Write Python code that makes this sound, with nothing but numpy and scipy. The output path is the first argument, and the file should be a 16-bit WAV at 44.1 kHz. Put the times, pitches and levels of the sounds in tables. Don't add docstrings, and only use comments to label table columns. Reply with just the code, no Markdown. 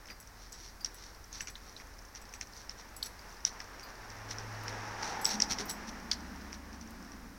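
import sys
import numpy as np
from scipy import signal
from scipy.fft import rfft, irfft, next_fast_len
from scipy.io import wavfile
from scipy.ndimage import uniform_filter1d

SR = 44100
rng = np.random.default_rng(int(sys.argv[2]) if len(sys.argv) > 2 else 0)


def master_out(mix):
    frames = np.transpose(np.atleast_2d(mix))
    ceiling = np.clip(frames, -1, 1)
    pcm = np.round(ceiling * 32767).astype(np.int16)
    wavfile.write(sys.argv[1], SR, pcm)


N = 325649

# start in seconds, relative level in dB, nail pitch in Hz,
# board knock in dB compared with the nail, contact time in milliseconds.
CLAW_STRIKES = [(0.0568, -45.5, 5360, -5, 1.7), (0.0857, -45, 3190, 1, 1.9), (0.102, -41.5, 4760, 12, 1.3),
                (0.5275, -37.5, 6080, -26, 1.6), (0.846, -23.5, 5560, -23, 3.4),
                (1.3282, -39, 5660, -31, 1.9), (1.4062, -28.5, 5750, 0.5, 3.5), (1.472, -36, 5600, -4, 3.2),
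                (1.4811, -37, 5940, -3.5, 5.7), (1.5543, -40, 3670, -9, 3.6),
                (1.7649, -39.5, 4020, -26, 2.7), (1.7996, -41.5, 5600, 7, 1.3),
                (2.15, -39.5, 5800, -9, 1.7), (2.158, -38, 5500, -10, 1.5), (2.3382, -35, 5940, -3, 1.4),
                (2.4114, -29.5, 5530, -6, 2.1), (2.6947, -33, 5300, -14, 1.5),
                (3.0275, -28, 4220, -33, 4.1), (3.4505, -16, 5720, -23.5, 2),
                (3.6024, -34.5, 5240, -2.5, 4), (3.7958, -41, 5530, -4, 2.4), (4.1018, -42, 5400, -20, 2.3),
                (4.3098, -33, 5450, -11, 4), (4.3844, -33, 5480, -21, 3.5), (4.6808, -30, 5450, -4, 2.8),
                (5.0305, -31, 5000, -6, 2), (5.254, -14.5, 5220, -23, 1.6),
                (5.4012, -20.5, 5710, -12.5, 2.7), (5.4203, -13.5, 5470, -26, 3.2),
                (5.586, -28.5, 5400, -6, 1.9), (6.114, -19.5, 4950, -14.5, 2.3),
                (6.1187, -22, 3980, -19, 1), (6.529, -32, 5500, -6, 1.25), (6.7291, -45.5, 5500, -6, 1.5),
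                (6.8114, -45, 5670, -15, 3.3), (7.1184, -45, 5560, -20, 2.3)]
TYPICAL_STRIKE_DB = -28.5


def undb(db):
    return 10 ** (np.asarray(db) / 20)


def unit(x):
    return x / np.sqrt(np.mean(x ** 2) + 1e-20)


def add(track, start_s, x):
    i = max(int(start_s * SR), 0)
    track[i:i + len(x)] += x[:max(N - i, 0)]


def colour(x, points):
    hz, db = np.transpose(points)
    size = next_fast_len(len(x))
    freqs = np.maximum(np.fft.rfftfreq(size, 1 / SR), 1)
    gain = undb(np.interp(np.log(freqs), np.log(hz), db))
    return unit(irfft(rfft(x, size) * gain, size)[:len(x)])


def band(x, lo_hz, hi_hz, order=1):
    return signal.sosfilt(signal.butter(order, [lo_hz, hi_hz], "band", fs=SR, output="sos"), x)


def resonance(x, hz, width_hz):
    return signal.lfilter(*signal.iirpeak(hz, hz / width_hz, fs=SR), x)


def wander(per_s):
    step = int(SR / per_s)
    return unit(uniform_filter1d(np.repeat(rng.standard_normal(N // step + 1), step), step)[:N])


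def noise(points):
    return colour(rng.standard_normal(N), points)


def tone(hz):
    return np.sqrt(2) * np.sin(2 * np.pi * np.cumsum(hz) / SR)


def swell(middle_s, length_s):
    return np.exp(-2 * np.minimum(((np.arange(N) / SR - middle_s) / length_s) ** 2, 20))


def fade(t, fade_s):
    return np.exp(-np.log(1000) * t / fade_s)


def yard(air_db=-57, murmur_db=-66, hum_hz=42.1, hum_db=-57.5, upper_hz=98, upper_db=-71):
    # frequency in Hz, relative level in dB.
    air_and_mic = [(70, -10), (140, -21), (250, -20.5), (500, -29), (1500, -59), (3000, -42), (4500, -32),
                   (5750, -31), (7500, -39), (16000, -40)]
    hum = tone(hum_hz * (1 + .025 * wander(12))) * undb(hum_db + 1.3 * wander(10))
    murmur = noise([(20, -10), (33, 0), (55, -6), (70, -3), (110, -14), (200, -35)]) * undb(murmur_db)
    upper = tone(upper_hz * (1 + .016 * wander(5.1))) * undb(upper_db + 2 * wander(3))
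    air = noise(air_and_mic) * undb(air_db + .5 * wander(5.3))
    return air + murmur + hum + upper


def tread(hz, width_hz=85):
    wobble = signal.sosfilt(signal.butter(2, width_hz, fs=SR, output="sos"), rng.standard_normal((2, N)))
    phase = 2 * np.pi * np.cumsum(hz) / SR
    return unit(wobble[0] * np.cos(phase) + wobble[1] * np.sin(phase))


def car(passes_s=5.22, speed_m_s=19, street_m=9.5, tread_hz=845, engine_hz=102.5, drone_hz=68.3):
    # frequency in Hz, relative level in dB.
    tyres_and_mic = [(120, -18), (200, -3.5), (290, -6), (470, -4), (620, -5), (850, -1.5), (1300, -3.5),
                     (1770, -3), (2400, -11), (3200, -18.5), (4500, -18.5), (5600, -10.5), (7500, -30),
                     (16000, -50)]
    exhaust_colour = [(120, -30), (170, 1.5), (220, 7), (290, 2), (360, -8), (500, -42)]
    since_s = np.arange(N) / SR - passes_s
    distance_m = np.hypot(speed_m_s * since_s, street_m)
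    near = street_m / distance_m
    bend = 1 / (1 + np.gradient(distance_m) * SR / 343)
    facing = -speed_m_s * since_s / distance_m
    tyre_gain = undb(-42.5 + .74 * facing) * near
    far_traffic_gain = undb(-61)
    tyres = noise(tyres_and_mic) * np.hypot(tyre_gain, far_traffic_gain) * undb(wander(14))
    whine = tread(tread_hz * bend) * undb(-45) * near ** 3.6
    boom = undb(-48) * swell(4.566, length_s=.56)
    engine = tone(engine_hz * bend * (1 + .0048 * wander(13))) * (undb(-61) * near + boom)
    behind = (1 + np.tanh(since_s / .18)) / 2
    rumble = noise(exhaust_colour) * behind * undb(-49.5 - 2 * since_s)
    leaving_drone = tone(drone_hz * (1 + .013 * wander(5.2))) * undb(-52.5) * swell(6.44, length_s=1)
    return tyres + whine + engine + rumble + leaving_drone


def porch(x, echo_s=.0096, echo_db=-20, tail_db=-12):
    t = np.arange(SR // 3) / SR
    tail = rng.standard_normal(len(t)) * fade(t, .26) * np.clip(t / .013, 0, 1) ** 2
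    response = undb(tail_db) * tail / np.sqrt(np.sum(tail ** 2))
    response[0] += 1
    response[int(echo_s * SR)] += undb(echo_db)
    return x + signal.fftconvolve(x, response)[:N]


def thuds(push_s=.0084):
    # start in seconds, level in dB, deck pitch in Hz, fade time in seconds.
    landings = [(.6, -48, 337, 0.08), (5.33, -37.5, 211.8, 0.96), (5.41, -44, 52, 0.22),
                (5.42, -46, 203, 0.15), (5.595, -33, 414, 0.13)]
    out, t = np.zeros(N), np.arange(SR // 2) / SR
    push = 1 - np.exp(-t / push_s)
    for start_s, db, hz, fade_s in landings:
        add(out, start_s, undb(db) * np.sin(2 * np.pi * hz * t) * push * fade(t, fade_s))
    return out


def clink(piece, ring_db, bright_db=0, typical_db=-50, tick_s=.0016, graze_hz=28):
    metal_notes = {"small": [(5760, -8, 0.091), (7815, -3, 0.12), (11000, -8.5, 0.12),
                   (11330, -10.5, 0.071), (15240, -17, .06)], "large": [(9600, -19, 0.24),
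                   (12290, -6, 0.13), (12970, -8, 0.23), (14770, -4, 0.14)], "loop": [(4360, -15, 0.2),
                   (4810, -3, 0.13)]}
    tick_levels = {"small": -43, "large": -40.5, "loop": -58}
    t, notes = np.arange(SR // 3) / SR, metal_notes[piece]
    tick_db = tick_levels[piece] + .41 * (ring_db - typical_db)
    out = undb(tick_db) * band(rng.standard_normal(len(t)), 7000, 15000) * np.exp(-t / tick_s)
    for k, (hz, note_db, fade_s) in enumerate(notes):
        gain = undb(ring_db + note_db + bright_db * (k - (len(notes) - 1) / 2))
        graze = np.cumsum(rng.standard_normal(len(t))) * np.sqrt(2 * np.pi * graze_hz / SR)
        pitch = hz * (1 + .0023 * rng.standard_normal())
        out += gain * np.sin(2 * np.pi * (pitch * t + rng.random()) + graze) * fade(t, fade_s)
    return out


def tags(bounce_s=.0083, bounce_db=-10, neighbour_db=-14):
    # start in seconds, piece, relative level in dB, extra dB from each note to the next.
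    knocks = [(.100, "loop", -50.5, 3), (.202, "small", -55, 2), (.523, "small", -57.5, -3),
              (.810, "loop", -52, 6), (0.944, "small", -55, 3), (1.414, "small", -54, -6),
              (1.502, "small", -59, 0), (2.216, "small", -68.5, -7.5), (2.34, "small", -66, -9),
              (2.965, "small", -49, 3), (3.029, "small", -46, 3), (3.06, "small", -49, 0),
              (3.831, "loop", -46.5, -4), (4.636, "large", -70, -4), (5.215, "small", -48, 3),
              (5.246, "small", -40, -6.5), (5.265, "large", -51, 2), (5.656, "large", -53, -2),
              (5.696, "small", -40.5, -0.5), (5.702, "small", -43.5, -2), (6.907, "large", -69, -6)]
    out = np.zeros(N)
    for start_s, piece, ring_db, bright_db in knocks:
        add(out, start_s, clink(piece, ring_db, bright_db))
        delay_s = bounce_s * (.5 + rng.random())
        bounce = undb(bounce_db) * clink(piece, ring_db, bright_db)
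        neighbour = undb(neighbour_db) * clink("large", ring_db)
        add(out, start_s + delay_s, bounce + neighbour)
    return out


def scuffs(slips_per_s=2500, skid_lag_s=.014, skid_s=.019, drag_board_db=-11, gain_db=-1):
    # middle in seconds, length in seconds, relative dB.
    drags = [(0.428, .077, -62.5), (0.629, 0.11, -57.5), (1.03, 0.12, -59), (1.364, .048, -51.5),
             (1.68, 0.087, -63), (2.596, 0.074, -60), (2.799, 0.026, -54.5), (3.066, 0.012, -48.5),
             (3.315, 0.11, -72), (3.484, .025, -52.5), (4.309, 0.023, -49.5), (5.081, .1, -51),
             (5.317, 0.054, -41), (5.519, 0.031, -39.5), (5.609, 0.033, -47), (5.701, 0.022, -44.5),
             (5.89, 0.016, -50)]
    # frequency in Hz, relative level in dB.
    hiss_and_mic = [(1500, -19), (2800, -10), (4200, 1.5), (5100, 0), (5700, 10.5), (6300, 0.5),
                    (7300, -12), (12000, -20.5), (16000, -30)]
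    board_colour = [(200, 12), (600, 0), (1300, 7), (2000, 12), (2600, 2.5), (3500, -24), (8000, -56)]
    slips = (rng.random(N) < slips_per_s / SR) * rng.standard_normal(N)
    slips *= undb(4 * np.minimum(rng.exponential(size=N), 3))
    rubbing = slips + .32 * rng.standard_normal(N)
    hiss, board = colour(rubbing, hiss_and_mic), colour(rubbing, board_colour)
    out = np.zeros(N)
    for start_s, db, _, knock_db, _ in CLAW_STRIKES:
        skid_db = -53.5 + .64 * (db - TYPICAL_STRIKE_DB)
        board_db = -1.5 + .6 * knock_db
        out += undb(skid_db) * swell(start_s + skid_lag_s, skid_s) * (hiss + undb(board_db) * board)
    for middle_s, length_s, db in drags:
        out += undb(db) * swell(middle_s, length_s) * (hiss + undb(drag_board_db) * board)
    return undb(gain_db) * out


def light_ticks(per_s=12, level_db=-54, edge_db=-19):
    out, t = np.zeros(N), np.arange(SR // 100) / SR
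    for when, softness, pitch in rng.random((int(per_s * N / SR), 3)):
        force = rng.standard_normal(len(t)) * np.exp(-t / .0034)
        nail = band(force, 4300 + 1200 * pitch, 5600 + 900 * pitch, order=2)
        tick = nail + undb(edge_db) * band(force, 1600, 10700)
        db = level_db - 3 * np.log(softness + .12)
        add(out, when * N / SR, undb(db) * tick / np.abs(tick).max())
    return out


def claws(nail_width_hz=680, shaft_db=-19, gain_db=-1.57):
    out, t = np.zeros(N), np.arange(SR // 30) / SR
    for start_s, db, hz, knock_db, contact_ms in CLAW_STRIKES:
        force = .4 * rng.standard_normal(len(t)) * np.exp(-(t * 1000 / contact_ms) ** 2)
        force[0] += 1
        nail = unit(resonance(resonance(force, hz, nail_width_hz), hz, 2 * nail_width_hz))
        shaft = unit(band(force, 3200, 4300, order=2))
        board = unit(resonance(band(force, 1400, 2900, order=2), hz=2100, width_hz=900))
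        edge = unit(band(force, 7600, 21000, order=2))
        edge_db = -38 - (db - TYPICAL_STRIKE_DB)
        click = nail + undb(shaft_db) * shaft + undb(knock_db) * board + undb(edge_db) * edge
        add(out, start_s, undb(db + gain_db) * click / np.abs(click).max())
    return out


def scene():
    dogs = porch(claws() + light_ticks() + scuffs() + tags()) + thuds()
    return (dogs + car() + yard())[None]


def record(dry, top_hz=16300):
    return signal.sosfilt(signal.ellip(10, .2, 60, top_hz, fs=SR, output="sos"), dry)


dry = scene()
out = record(dry)
master_out(out)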